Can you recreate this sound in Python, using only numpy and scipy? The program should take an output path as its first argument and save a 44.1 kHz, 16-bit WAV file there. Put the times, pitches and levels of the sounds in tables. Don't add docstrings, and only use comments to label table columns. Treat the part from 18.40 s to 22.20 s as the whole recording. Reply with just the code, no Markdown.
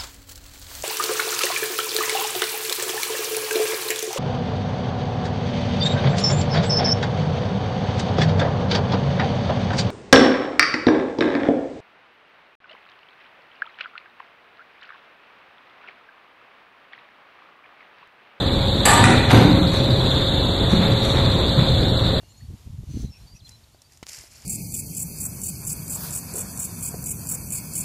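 import sys
import numpy as np
from scipy import signal
from scipy.fft import rfft, irfft, next_fast_len
from scipy.io import wavfile
from scipy.ndimage import uniform_filter1d, minimum_filter1d, map_coordinates

SR = 44100
rng = np.random.default_rng(int(sys.argv[2]) if len(sys.argv) > 2 else 0)


def dump_mix(stems):
    frames = np.atleast_2d(stems).T
    limited = np.clip(frames, -1, 1)
    pcm = np.round(limited * 32767).astype(np.int16)
    wavfile.write(sys.argv[1], SR, pcm)


def rack_gain(trim_db):
    fader = np.asarray(trim_db, float)
    return 10 ** (fader / 20)


N = 167580


def unit(x):
    return x / np.sqrt(np.mean(x ** 2) + 1e-20)


def along(points, hz):
    f, v = np.transpose(points)
    return np.interp(np.log(hz + 1), np.log(f + 1), v, left=v[0] - 40, right=v[-1] - 40)


def wobble(rate, size=N):
    return map_coordinates(rng.standard_normal(100), [np.arange(size) * rate / SR])


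def filtered(x, response):
    m = 2 * next_fast_len(len(x) // 2 + 4096)
    return irfft(rfft(x, m) * response(np.fft.rfftfreq(m, 1 / SR)), m)[:len(x)]


def coloured(x, spectrum):
    def response(hz):
        cepstrum = irfft(np.log(rack_gain(along(spectrum, hz)) + 1e-6))
        cepstrum[1:len(hz) - 1] *= 2
        cepstrum[len(hz):] = 0
        return np.exp(rfft(cepstrum))
    return filtered(x, response)


def rush(spectrum, patchy_db):
    z = signal.stft(rng.standard_normal(N), nperseg=512)[2]
    patches = uniform_filter1d(rng.standard_normal(z.shape), size=5, axis=0)
    patches = uniform_filter1d(patches, size=14, axis=1)
    noise = signal.istft(z * rack_gain(patchy_db * unit(patches)), nperseg=512)[1][:N]
    return unit(coloured(noise, spectrum))


# pitch_hz, fade_by_60_db_s
HALL_FADE = [(150, .85), (800, 1.0), (2500, 1.0), (8000, .55), (12000, .42)]


def hall(x):
    hz, t, z = signal.stft(rng.standard_normal(SR * 6 // 5), SR, nperseg=256)
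    pitch, fade = np.transpose(HALL_FADE)
    t60 = np.interp(np.log(hz + 1), np.log(pitch), fade)
    tail = signal.istft(z * rack_gain(-60 * t / t60[:, None]), SR, nperseg=256)[1]
    tail *= 1 - np.exp(-np.arange(len(tail)) / SR / .014)
    return signal.fftconvolve(x, tail / np.linalg.norm(tail))


def struck(hits, modes, colour, ring_db, damp, crack_s, attack_s, wet_db, blur, tilts=None):
    scatter_db = 2.5
    out = np.zeros(N + 3 * SR)
    t = np.arange(SR // 2) / SR
    for k, (start_s, db) in enumerate(hits):
        ring = 0
        for hz, level, t60 in modes:
            fade_db = -60 * t / min(t60 * damp, .6)
            loudness = rack_gain(level + scatter_db * rng.standard_normal() + fade_db)
            ring = ring + loudness * np.sin(2 * np.pi * hz * t + blur * wobble(70, size=len(t)))
        crack = coloured(rng.standard_normal(len(t)) * rack_gain(-60 * t / crack_s), colour)
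        blow = rack_gain(ring_db) * ring + crack / np.abs(crack).max()
        blow *= 1 - np.exp(-t / attack_s)
        if tilts:
            treble = rack_gain(tilts[k])
            blow = filtered(blow, lambda hz: (1 + 1j * treble * hz / 5000) / (1 + 1j * hz / 5000))
        wet = rack_gain(wet_db) * hall(blow)
        wet[:len(t)] += blow
        start = round(start_s * SR)
        out[start:][:len(wet)] += rack_gain(db) * wet[:len(out) - start]
    return out[:N]


# start_s, level_db
SNAP_HITS = [
    (.4535, -15.5),
    (.4565, -7),
    (.4615, -10.5),
    (.473, -5),
    (.482, -5.5),
    (.514, -9),
    (.5406, -19.5),
    (.575, -8),
]
SNAP_TREBLE = [16.5, 10, 9.5, -9, -29, -12, 6, -12]
# pitch_hz, level_db, fade_by_60_db_s
LATCH_MODES = [(806, -1.5, 0.096), (882, -12, 0.28), (933, -2, 0.24), (1200, -1.5, 0.11), (1754, -6, 0.16),
               (1820, -9.5, 0.11), (1902, -8, 0.066), (3026, -16, 0.16), (4100, -21.5, .1),
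               (4686, -10, 0.054), (7710, -4, 0.075), (7960, -10, 0.15), (8300, -10, 0.072),
               (11000, -16, 0.1)]
# pitch_hz, level_db
SNAP_NOISE = [(150, -4), (914, 2.5), (4200, -12), (5800, -22), (7900, -9.5), (9800, -10.5), (11200, -10.5),
              (12100, -20)]


def latch_snap():
    return struck(SNAP_HITS, LATCH_MODES, SNAP_NOISE, ring_db=-12.0, damp=0.73, crack_s=0.037,
                  attack_s=0.00043, wet_db=1.5, blur=0.46, tilts=SNAP_TREBLE)


# start_s, level_db
CLUNK_HITS = [
    (.918, -12),
    (.930, -4),
    (.955, -9),
    (.98, -13),
    (1.02, -10.5),
    (1.045, -11),
    (1.1, -18),
    (1.17, -10),
]
# pitch_hz, level_db, fade_by_60_db_s
CABINET_MODES = [(115, -11.5, 0.23), (141, -4.5, 0.25), (178.7, 2, 0.31), (243, -5, 0.21),
                 (298.6, -2.5, 0.3), (480, -14, 0.33), (683, -15, 0.13), (830, -20, 0.089)]
# pitch_hz, level_db
CABINET_NOISE = [(53, -38), (90, -6.5), (182, -3.5), (459, -14.5), (486, -10.5), (615, -17), (3000, -40),
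                 (3900, -80), (6600, -120)]


def hub_clunks():
    return struck(CLUNK_HITS, CABINET_MODES, CABINET_NOISE, ring_db=-7.5, damp=0.49, crack_s=0.092,
                  attack_s=0.0023, wet_db=-0.1, blur=.3)


# start_s, level_db
LURCHES = [
    (.47, -17),
    (.52, -29),
    (.59, -10.5),
    (.628, -11.5),
    (.665, -8),
    (.695, -6.5),
    (.735, -12),
]
# pitch_hz, level_db, fade_by_60_db_s
FRAME_MODES = [(106.6, -1.5, 0.32), (150, -4, .2), (192, -7, 0.23), (245, 0, 0.21), (335, -7, 0.14)]


def hub_rumble():
    return struck(LURCHES, FRAME_MODES, CABINET_NOISE, ring_db=-6.5, damp=0.79, crack_s=0.066,
                  attack_s=0.0046, wet_db=-2.5, blur=0.21)


# start_s, level_db
CAM_HITS = [
    (.639, 1),
    (.654, -7),
    (.704, -13),
]
# pitch_hz, level_db, fade_by_60_db_s
ROLLER_MODES = [(760, -11, 0.19), (1360, -7, 0.044), (1977, -3, 0.018), (2310, 0.5, 0.045),
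                (2540, -11, 0.016), (7400, -31, 0.049)]
# pitch_hz, level_db
ROLLER_NOISE = [(300, -19), (1000, -15.5), (2400, -14.5), (3000, -28.5), (5500, -32.5), (7800, -26.5),
                (10900, -24.5)]


def cam_click():
    return struck(CAM_HITS, ROLLER_MODES, ROLLER_NOISE, ring_db=-11.5, damp=0.74, crack_s=0.031,
                  attack_s=0.001, wet_db=-1.5, blur=0.35)


# start_s, level_db
PAWL_HITS = [
    (.896, -17),
    (.9035, -11),
    (.908, -8.5),
    (.9135, -9.5),
    (.930, -19),
    (.945, -25),
]
PAWL_TREBLE = [-22, -20, -16, 5, 10.5, 13]
# pitch_hz, level_db, fade_by_60_db_s
PAWL_MODES = [(782, 1, 0.03), (926, -7, 0.045), (1320, -8, 0.047), (2110, -3, 0.01), (3930, -31, .02),
              (8650, -12, 0.016), (11450, -13, 0.022)]
# pitch_hz, level_db
PAWL_NOISE = [(400, -5), (1400, -4), (3300, -10), (4200, -14.5), (5500, -20), (8000, -23), (9900, -28.5),
              (11700, -16)]


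def pawl_clicks():
    return struck(PAWL_HITS, PAWL_MODES, PAWL_NOISE, ring_db=-10, damp=1.2, crack_s=0.032,
                  attack_s=0.00051, wet_db=1.5, blur=0.88, tilts=PAWL_TREBLE)


# start_s, level_db
HEEL_HITS = [
    (1.4, -12),
    (1.48, -16.5),
    (2.325, -7),
    (2.395, -23),
    (2.75, -15.5),
    (3.17, -15),
    (3.52, -14),
    (3.64, -24.5),
]
# pitch_hz, level_db, fade_by_60_db_s
SLAB_MODES = [(131.5, 9, 0.16), (110, -13, 0.24), (176, -3, 0.28), (380, -7.5, 0.12)]
# pitch_hz, level_db
HEEL_NOISE = [(50, -80.5), (110, 7.5), (250, -4.5), (600, -15), (1500, -64)]


def heel_thuds():
    return struck(HEEL_HITS, SLAB_MODES, HEEL_NOISE, ring_db=-5.5, damp=0.99, crack_s=0.066,
                  attack_s=0.0063, wet_db=-2.0, blur=0.14)


# start_s, length_s, level_db, treble_db
SCUFF_STROKES = [
    (1.315, 0.06, -31.5, 2),
    (2.29, 0.058, -34.5, 2.5),
    (2.406, 0.074, -30.5, -25),
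    (2.629, 0.089, -37, 6),
    (2.739, 0.07, -31.5, -16),
    (2.844, 0.051, -34.5, -13),
    (3.181, 0.039, -31, -15),
]
# pitch_hz, level_db
GRIT_NOISE = [(300, -0.5), (900, 0.5), (2400, -6), (4000, -27), (6000, -34)]
# pitch_hz, level_db
DUST_NOISE = [(3500, -30), (5500, 1.5), (7500, -0.5), (9800, -5), (11500, 0)]


def sole_scuffs():
    t = np.arange(N) / SR
    grit_level, dust_level = np.zeros(N), np.zeros(N)
    for start_s, length, db, treble in SCUFF_STROKES:
        peak = start_s + length / 4
        width = np.where(t < peak, length / 4, length)
        stroke = rack_gain(db) * np.exp(-((t - peak) / width) ** 2)
        grit_level += stroke
        dust_level += stroke * rack_gain(treble - 12)
    grains = rng.standard_normal((2, N)) * (rng.random((2, N)) < .1)
    grains *= rack_gain(2 * rng.exponential(size=(2, N)))
    scuff = unit(coloured(grains[0], GRIT_NOISE)) * grit_level
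    scuff += unit(coloured(grains[1], DUST_NOISE)) * dust_level
    return scuff + rack_gain(-3.5) * hall(scuff)[:N]


# pitch_hz, level_db
AIR_NOISE = [(13, -7), (22, -7.5), (107, 0.5), (425, -9.5), (544, -12.5), (591, -14.5), (642, -14),
             (2340, -28.5), (3000, -29.5), (3900, -32), (6600, -120)]
# pitch_hz, level_db, wander_hz
FAN_TONES = [(39.8, -36.5, 1.3), (59.94, -37, 2.1), (77.6, -31.5, 2.26), (96.7, -32.5, 1.03),
             (117.2, -30.5, 2.24), (134.7, -37, 2.35), (527.8, -36.5, 1.39), (551.7, -36, 1.66),
             (629, -44.5, 2.1)]
# pitch_hz, level_db
HISS_NOISE = [(2500, -16.5), (4600, -2), (5300, 1.5), (7400, -3), (9800, -13.5), (11800, 3.5)]


def fans():
    air = rack_gain(-22) * rush(AIR_NOISE, patchy_db=1.5)
    air *= rack_gain(.5 * wobble(1.5) + .6 * wobble(9))
    tones = np.zeros(N)
    for hz, db, wander in FAN_TONES:
        level = rack_gain(db + 1.17 * wobble(6.25)) * np.sqrt(2)
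        turns = np.cumsum(hz + wander * wobble(5)) / SR + rng.random()
        tones += level * np.sin(2 * np.pi * turns)
    hiss = rack_gain(-54.5 + 1.5 * wobble(4)) * rush(HISS_NOISE, patchy_db=2.2)
    return air + tones + hiss


# pitch_hz, width_hz, level_db, swells_per_s
SINGERS = [(3548, 400, 3, 16), (3760, 350, -3, 14), (4030, 390, -4.5, 13), (4195, 540, -7.5, 14)]
# start_s, level_db
NEAR_EFFORT = [(0.0, -35), (0.45, -34.5), (0.49, -34), (0.7, -35), (1.53, -36.5), (1.72, -30.5),
               (2.25, -34.5), (2.54, -33.5), (3.8, -36)]
# start_s, level_db
CHORUS_EFFORT = [(0.0, -31), (0.57, -29), (1.05, -30.5), (1.36, -30), (3.8, -29.5)]


def cicadas():
    partials_db, swell_db = (0, -24, -28.5), 2
    out, t = np.zeros(N), np.arange(N) / SR
    efforts = (NEAR_EFFORT, CHORUS_EFFORT, CHORUS_EFFORT, CHORUS_EFFORT)
    for (hz, width, db, swells), effort in zip(SINGERS, efforts):
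        def body(f):
            total = 0
            for k, partial_db in enumerate(partials_db, 1):
                loss = 1j * f * width * k
                total = total + rack_gain(partial_db) * (loss / ((k * hz) ** 2 - f * f + loss)) ** 2
            return total
        clicks = rng.standard_normal(N) * (rng.random(N) < .12)
        turns = np.cumsum(swells * (1 + 0.13 * wobble(2.96))) / SR + rng.random()
        swell = np.sin(2 * np.pi * turns)
        effort_db = np.interp(t, *np.transpose(effort))
        level_db = db + effort_db + swell_db * swell + 0.67 * wobble(2.396)
        out += rack_gain(level_db) * unit(filtered(clicks, body))
    return out


def scene():
    turnstile = latch_snap() + cam_click() + pawl_clicks() + hub_clunks() + hub_rumble()
    feet = heel_thuds() + sole_scuffs()
    return (turnstile + feet + fans() + cicadas())[None]


TOP_HZ = 12080


def microphone(x):
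    def dip(f, hz, width, depth):
        return 1 - depth * 1j * f * width / (hz * hz - f * f + 1j * f * width)
    return filtered(x, lambda f: dip(f, 10100, 1480, .8) * dip(f, 9780, 500, .98) * (f < TOP_HZ))


def limiter(x):
    ceiling, look_s, release_s = .995, .002, .006
    need = np.minimum(1, ceiling / (np.abs(x) + 1e-9))
    look = round(look_s * SR)
    hold = round((look_s + release_s) * SR) // 2 * 2
    gain = minimum_filter1d(need, size=hold + 1, origin=hold // 2 - look)
    return x * uniform_filter1d(gain, size=look)


# pitch_hz, width_hz, extra_level_db
WEAK_BANDS = [(2700, 220, 4), (5115, 610, 11), (6110, 750, 7), (9800, 366, 25), (9720, 1300, 6)]
# pitch_hz, width_hz, extra_share_of_treble
HIDDEN_BANDS = [(9900, 350, .7), (5800, 410, .3), (11600, 250, .3)]


def starve(x):
    keep_db, masking, fickle_db = -7, 0.26, 3
    z = signal.stft(x, SR, window="cosine", nperseg=2048)[2]
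    power = np.square(np.abs(z[:1024])).reshape(128, 8, -1).sum(1)
    db = 10 * np.log10(power + 1e-20)
    db -= np.median(db, axis=1, keepdims=True)
    centre = (np.arange(128) + .5) * SR / 256

    def bumps(bands):
        return sum(height * np.exp(-((centre - hz) / width) ** 2) for hz, width, height in bands)

    limit = keep_db + bumps(WEAK_BANDS) - 30 * (centre < 2000)
    fickle = unit(uniform_filter1d(rng.standard_normal(db.shape), size=3, axis=1))
    treble = db[(centre > 4500) & (centre < TOP_HZ)].mean(0)
    share = (centre > 4500) * masking + bumps(HIDDEN_BANDS)
    kept = db > limit[:, None] + np.outer(share, treble) + fickle_db * fickle
    z[:1024] *= np.repeat(kept, 8, axis=0)
    return signal.istft(z, SR, window="cosine", nperseg=2048)[1][:N]


def low_pass(x):
    return signal.sosfilt(signal.butter(12, 13040, fs=SR, output="sos"), x)


def record(dry):
    x = rack_gain(1.5) * microphone(dry[0])
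    mix = starve(limiter(x))[None]
    return low_pass(mix)


dry = scene()
out = record(dry)
dump_mix(out)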